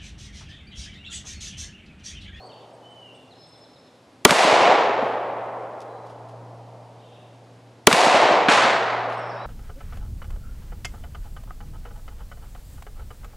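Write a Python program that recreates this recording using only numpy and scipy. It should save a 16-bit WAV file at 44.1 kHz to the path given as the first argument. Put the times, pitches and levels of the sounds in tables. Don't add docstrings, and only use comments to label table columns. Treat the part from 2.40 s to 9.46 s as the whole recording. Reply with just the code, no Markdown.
import sys
import numpy as np
from scipy import signal
from scipy.fft import rfft, irfft
from scipy.io import wavfile
from scipy.ndimage import uniform_filter1d

SR = 44100
rng = np.random.default_rng(int(sys.argv[2]) if len(sys.argv) > 2 else 0)


def log_audio(samples):
    frames = np.atleast_2d(samples).T
    limited = np.clip(frames, -1, 1)
    pcm = np.round(limited * 32767).astype(np.int16)
    wavfile.write(sys.argv[1], SR, pcm)


N = 311346
TIME = np.arange(N) / SR

# (frequency [Hz], side compared with middle [dB])
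STEREO_WIDTH = [(30, -24), (120, -36), (250, -40), (500, -26), (1000, -16.5), (2000, -12), (4000, -17),
                (12000, -40)]
# (frequency [Hz], relative level [dB])
AIR_COLOUR = [(18, -57), (30, -27), (64, -13), (107, -1.5), (213, -3.5), (254, 2.5), (311, -3), (544, -4.5),
              (720, -8.5), (1110, -12), (1430, -15.5), (5100, -23), (5510, -25), (10400, -33), (13100, -43)]
# (time [s], relative level [dB])
ENGINE_LEVELS = [
    [(0.1, -57.5), (1.496, -68), (1.5, -69)],
    [(2.65, -51), (3.26, -51.5), (3.36, -55), (3.99, -44), (4.22, -45.5), (4.63, -51.5), (5.3, -52),
     (5.35, -56)],
    [(6.4, -48.5), (6.56, -44), (7.0, -43.5)],
]
# (multiple of the shaft speed, relative level [dB])
ENGINE_TONES = [(2, -4.5), (3, -20.5), (5, -24.5)]

# (time [s], length [s], start pitch [Hz], middle pitch [Hz], end pitch [Hz], level [dB], swell [dB])
BIRD_WHISTLES = [(-.02, 0.11, 4000, 4470, 4610, -49.5, -3), (0.408, 0.33, 2974, 3007, 2670, -48.5, 6),
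                 (0.936, .5, 5183, 5240, 5200, -56.5, -8.5), (6.959, 0.093, 3650, 3860, 3970, -50.5, 7)]
# (time [s], run length [s], pitch [Hz], level [dB])
BIRD_CHIRPS = [(.088, .05, 2960, -50.5), (.115, .05, 3420, -51.5), (.905, .58, 3840, -52),
               (3.66, .05, 3270, -63), (6.89, .05, 5080, -49)]
# (time [s], length [s], pitch [Hz], swing [share of pitch], level [dB])
BIRD_WARBLES = [(.742, .03, 3760, 0.091, -58), (3.46, 0.072, 3574, 0.13, -62),
                (4.561, 0.26, 3250, .17, -58), (6.747, .12, 5340, .06, -54)]
# (time [s], level [dB])
BIRD_PEEPS = [(.052, -65), (.33, -67), (.5, -67), (.745, -63), (1.07, -62.5), (1.17, -66), (6.772, -60)]

# (time [s], level [dB], fade time [s])
GUN_CLICKS = [(2.6, -55, 0.91), (3.404, -42, 0.021), (3.415, -45.5, .06), (3.66, -57, .15),
              (3.695, -56, 0.14), (3.885, -55.5, 0.121), (6.69, -52, .15), (6.72, -50.5, 0.2)]
# (frequency [Hz], relative level [dB])
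STEEL_COLOUR = [(1500, -8), (3300, 4), (4200, -2), (4800, 2), (6000, -3), (9000, -10), (10700, -8),
                (13000, -24)]

# (frequency [Hz], relative level for this lane [dB],
# relative level for the other lane [dB], how fast each band of the roar fades [dB/s])
FOREST_COLOUR = [(40.15, -42.5, -40, 8.5), (110, -30, -25, 3), (199.6, -17.5, -14, 3), (324, -9, -16, 2),
                 (479.5, -1.5, -8, 1), (712, 2.5, 0.5, 2), (1060, -2, -1, 3.5), (1460, -8.5, -2, 6.5),
                 (2030, -6.5, -5, 12.5), (3200, -10, -9, 19), (4300, -11.5, -11, 27),
                 (5627, -14.5, -17, 36), (7600, -16, -19.5, 48.5), (9460, -18.5, -26, 68),
                 (11500, -24, -34.5, 92.5), (13000, -32.5, -56.5, 152)]
# (full level [dB], starts lower by [dB], build time [s], held until [s], fall per doubling of time [dB])
ROAR_SHAPES = [(-12, 15, .095, 0.47, 9.5), (-15, 6.5, 0.016, 0.18, 5.5)]
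THIS_LANE, OTHER_LANE = 0, 1
# (delay [s], relative level [dB], fade time [s], dull above [Hz])
SLAP_ECHOES = [(0.0424, -13.5, 0.051, 1700), (0.0571, -7.5, 0.024, 4200), (.058, -18, 0.046, 241),
               (.074, -13, 0.03, 1300), (0.197, -20, 0.041, 354), (0.274, -20, 0.046, 690),
               (.36, -24.5, 0.07, 600), (0.439, -24, 0.05, 416), (.772, -26, 0.07, 263)]
# (pitch [Hz], relative level [dB], fade time [s])
BENCH_NOTES = [(248, 0, 0.051), (454, -1.5, 0.094), (574, -6, 0.024), (720, -4.5, .035), (995, -9, 0.058),
               (1159, 0.5, 0.045), (1394, -3, 0.066), (1510, -15, 0.064), (1830, -18, .06),
               (2260, -17.5, 0.09), (3100, -16.5, 0.05)]
# (frequency [Hz], relative level [dB], fade time [s])
FAR_BLAST = [(40, -26.5, .1), (120, -10, 0.054), (230, 7.5, 0.068), (603, 2.5, 0.059), (1210, 1, 0.14),
             (2170, -3.5, 0.16), (4000, -12, .1), (12000, -62, .1)]
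# (frequency [Hz], relative level [dB], fade time [s])
NEAR_BLAST = [(30, -21.5, .1), (88.9, -18, 0.027), (217, -2.5, 0.075), (701.3, -7, 0.042),
              (1473, -2.5, 0.0194), (3004, -3.5, 0.017), (5000, -6.5, .012), (9000, -4.5, 0.007),
              (13000, -12.5, .008)]
# (time [s], gain [dB])
NEAR_SHOTS = [(1.8506, 1), (5.4707, 1)]


def gain_of(db):
    return 10 ** (np.asarray(db) / 20)


def evened(x):
    return x / np.sqrt(np.mean(x ** 2) + 1e-20)


def read(points, hz):
    known_hz, value = np.transpose(points)
    return np.interp(np.log(hz + 1), np.log(known_hz + 1), value)


def add(mix, s, sound):
    start = round(s * SR)
    part, sound = mix[..., max(start, 0):], sound[..., max(-start, 0):]
    n = min(part.shape[-1], sound.shape[-1])
    part[..., :n] += sound[..., :n]


def coloured(x, spectrum):
    n = x.shape[-1]
    return irfft(rfft(x) * gain_of(read(spectrum, np.fft.rfftfreq(n, 1 / SR))), n)


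def filtered(x, kind, hz, order=2):
    return signal.sosfilt(signal.butter(order, hz, kind, fs=SR, output="sos"), x)


def stereo(mid, side):
    side = coloured(side, STEREO_WIDTH)
    return np.array([mid + side, mid - side])


def fading(x, loss, bands=26):
    n = x.shape[-1]
    t, hz, spectrum = np.arange(n) / SR, np.fft.rfftfreq(n, 1 / SR), rfft(x)
    centres = np.geomspace(50, 14000, bands)
    shares = [read(np.c_[centres, one], hz) for one in np.eye(bands)]
    return sum(irfft(spectrum * share, n) * gain_of(-read(loss, centre) * t)
               for centre, share in zip(centres, shares))


def wobble(n, size):
    return evened(uniform_filter1d(rng.standard_normal(n), size))


def progress(length):
    return np.linspace(0, 1, round(length * SR))


def air(level_db=-53.5, spread_db=4):
    mid, side = evened(coloured(rng.standard_normal((2, N)), AIR_COLOUR))
    return gain_of(level_db) * stereo(mid, gain_of(spread_db) * side)


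def engine(shaft_hz=58.95, waver=0.0035, boost_db=1.0):
    turns = np.cumsum(shaft_hz * (1 + waver * wobble(N, size=9000))) / SR
    hum = sum(gain_of(db) * np.sin(2 * np.pi * round(k) * turns) for k, db in ENGINE_TONES)
    level_db = boost_db + np.interp(TIME, *np.vstack(ENGINE_LEVELS).T)
    return gain_of(level_db) * evened(hum)


def bird_note(hz, waver, swell_db=0, flutter_db=2):
    n = len(hz)
    level_db = flutter_db * wobble(n, size=500) + swell_db * np.linspace(0, 1, n)
    loudness = evened(gain_of(level_db) * signal.windows.tukey(n, .3))
    pitch = hz * (1 + waver * wobble(n, size=120))
    return loudness * np.sin(2 * np.pi * np.cumsum(pitch) / SR)


def bird_calls(chirp_every_s=0.11, chirp_fade_db_per_s=15, warbles_per_s=15, peep_hz=8230, peep_s=0.03):
    for s, length, *pitches, db, swell_db in BIRD_WHISTLES:
        arch = np.polyval(np.polyfit([0, .5, 1], pitches, 2), progress(length))
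        yield s, db, 0.55, bird_note(arch, waver=.005, swell_db=swell_db)
    for s, run_s, hz, db in BIRD_CHIRPS:
        fall = hz * (1 + 0.15 * (1 - 2 * progress(length=0.041)))
        for later in np.arange(0, run_s, chirp_every_s):
            yield s + later, db - chirp_fade_db_per_s * later, .4, bird_note(fall, waver=.02)
    for s, length, hz, swing, db in BIRD_WARBLES:
        uneven_rate = warbles_per_s * (1 + 0.41 * wobble(round(length * SR), size=1500))
        turns = np.cumsum(uneven_rate) / SR
        yield s, db, 0.29, bird_note(hz * (1 - swing * np.cos(2 * np.pi * turns)), waver=.02)
    for s, db in BIRD_PEEPS:
        yield s, db, .8, bird_note(np.full(round(peep_s * SR), peep_hz), waver=0.0097)


def birds(t60=0.78, build_s=.025):
    direct, scattered = np.zeros((2, N))
    for s, db, share, sound in bird_calls():
        add(direct, s, gain_of(db) * np.sqrt(share) * sound)
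        add(scattered, s, gain_of(db) * np.sqrt(1 - share) * sound)
    t = TIME[:SR]
    trees = rng.standard_normal((2, SR)) * gain_of(-60 * t / t60) * (1 - np.exp(-t / build_s))
    mid, side = signal.fftconvolve(scattered[None], trees / np.linalg.norm(trees[0]), axes=1)[:, :N]
    return stereo(direct + mid, 2 * side)


def handling():
    out, t = np.zeros(N), TIME[:SR // 2]
    for s, db, t60 in GUN_CLICKS:
        scrape = evened(coloured(rng.standard_normal(len(t)), STEEL_COLOUR))
        rise = 1 - np.exp(-t / (0.0203 * t60))
        add(out, s, gain_of(db - 60 * t / t60) * scrape * rise)
    return out


def forest_roar(lane, echoes_per_s=5000, sky_loss_db_per_s=3, flutter_db=0.5, size=180224):
    forest, t = np.array(FOREST_COLOUR), np.arange(size) / SR
    colour, fade_rates = forest[:, [0, 1 + lane]], forest[:, [0, -1]]
    full_db, thin_db, build_s, hold_s, fall_db = ROAR_SHAPES[lane]
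    late = np.maximum(t, hold_s)
    level_db = full_db - thin_db * np.exp(-t / build_s)
    level_db -= fall_db * np.log2(late / hold_s) + sky_loss_db_per_s * (late - hold_s)
    echoes = rng.choice([-1, 1], (2, size)) * (rng.random((2, size)) < echoes_per_s / SR)
    strength_db = np.minimum(rng.exponential(1, (2, size)), 4.5)
    clumps_db = flutter_db * wobble(size, size=600)
    mid, side = evened(coloured(echoes * gain_of(strength_db + clumps_db), colour))
    return fading(stereo(mid, side), fade_rates) * gain_of(level_db)


def slap_echoes(low_hz=130, size=11000):
    out, t = np.zeros(SR + size), TIME[:size]
    for delay, db, t60, dull_hz in SLAP_ECHOES:
        decay = gain_of(-60 * t / t60)
        band_hz = [low_hz, max(dull_hz, 1.3 * low_hz)]
        echo = evened(filtered(rng.standard_normal(size) * decay, "bandpass", band_hz))
        add(out, delay, gain_of(db) * echo * np.sqrt(np.mean(decay ** 2)))
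    return out


def burst(table, size=8192):
    hz, db, t60 = np.transpose(table)
    phases = 2 * np.pi * rng.random((size // 256, 129))
    flat_noise = irfft(np.exp(1j * phases)).ravel()
    return fading(evened(coloured(flat_noise, np.c_[hz, db])), np.c_[hz, 60 / t60])


def far_shot():
    return filtered(stereo(burst(FAR_BLAST), burst(FAR_BLAST)), "bandpass", [130, 6000], order=3)


def near_shot(lead_s, blast_db=12, spread_db=-13, push_db=-17, push_s=.0015, fizz_db=-23, size=8192):
    t = TIME[:size]
    side = gain_of(spread_db) * filtered(burst(NEAR_BLAST), "highpass", 1100)
    bang = gain_of(blast_db) * (burst(NEAR_BLAST) + np.array([side, -side]))
    bang = filtered(bang, "highpass", 260)
    bench = sum(gain_of(db - 60 * t / t60) * np.sin(2 * np.pi * hz * t) for hz, db, t60 in BENCH_NOTES)
    add(bang, .0045, bench / abs(bench).max())
    push = (1 - t / push_s) * np.exp(-t / push_s)
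    add(bang, .004, gain_of(push_db) * push)
    hiss = evened(coloured(rng.standard_normal((2, size)), [(500, 1.0), (5000, -2.5), (12000, -9)]))
    lead = round(lead_s * SR)
    fizz = gain_of(fizz_db) * hiss[:, :lead] * np.linspace(.2, 1, lead)
    return np.hstack([fizz, bang])


def gunfire(lead_s=.0036, far_s=6.085, far_db=-7.5, earlier_s=-2.15, earlier_db=-0.5):
    out = np.zeros((2, N))
    blast, echoes = near_shot(lead_s), slap_echoes()
    for s, db in NEAR_SHOTS:
        add(out, s - lead_s, gain_of(db) * blast)
        add(out, s, gain_of(db) * echoes)
        add(out, s, gain_of(db) * forest_roar(THIS_LANE))
    add(out, far_s, gain_of(far_db) * far_shot())
    add(out, far_s, forest_roar(OTHER_LANE))
    add(out, earlier_s, gain_of(earlier_db) * forest_roar(THIS_LANE))
    return out


def scene():
    return gunfire() + birds() + handling() + engine() + air()


def record(dry, low_hz=45, top_hz=13400):
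    clipped = dry / (1 + dry ** 14) ** (1 / 14)
    trimmed = filtered(clipped, "highpass", low_hz, order=1)
    treble_cut = signal.firwin(255, top_hz, window=("kaiser", 8), fs=SR)
    return signal.oaconvolve(trimmed, treble_cut[None], "same")


dry = scene()
out = record(dry)
log_audio(out)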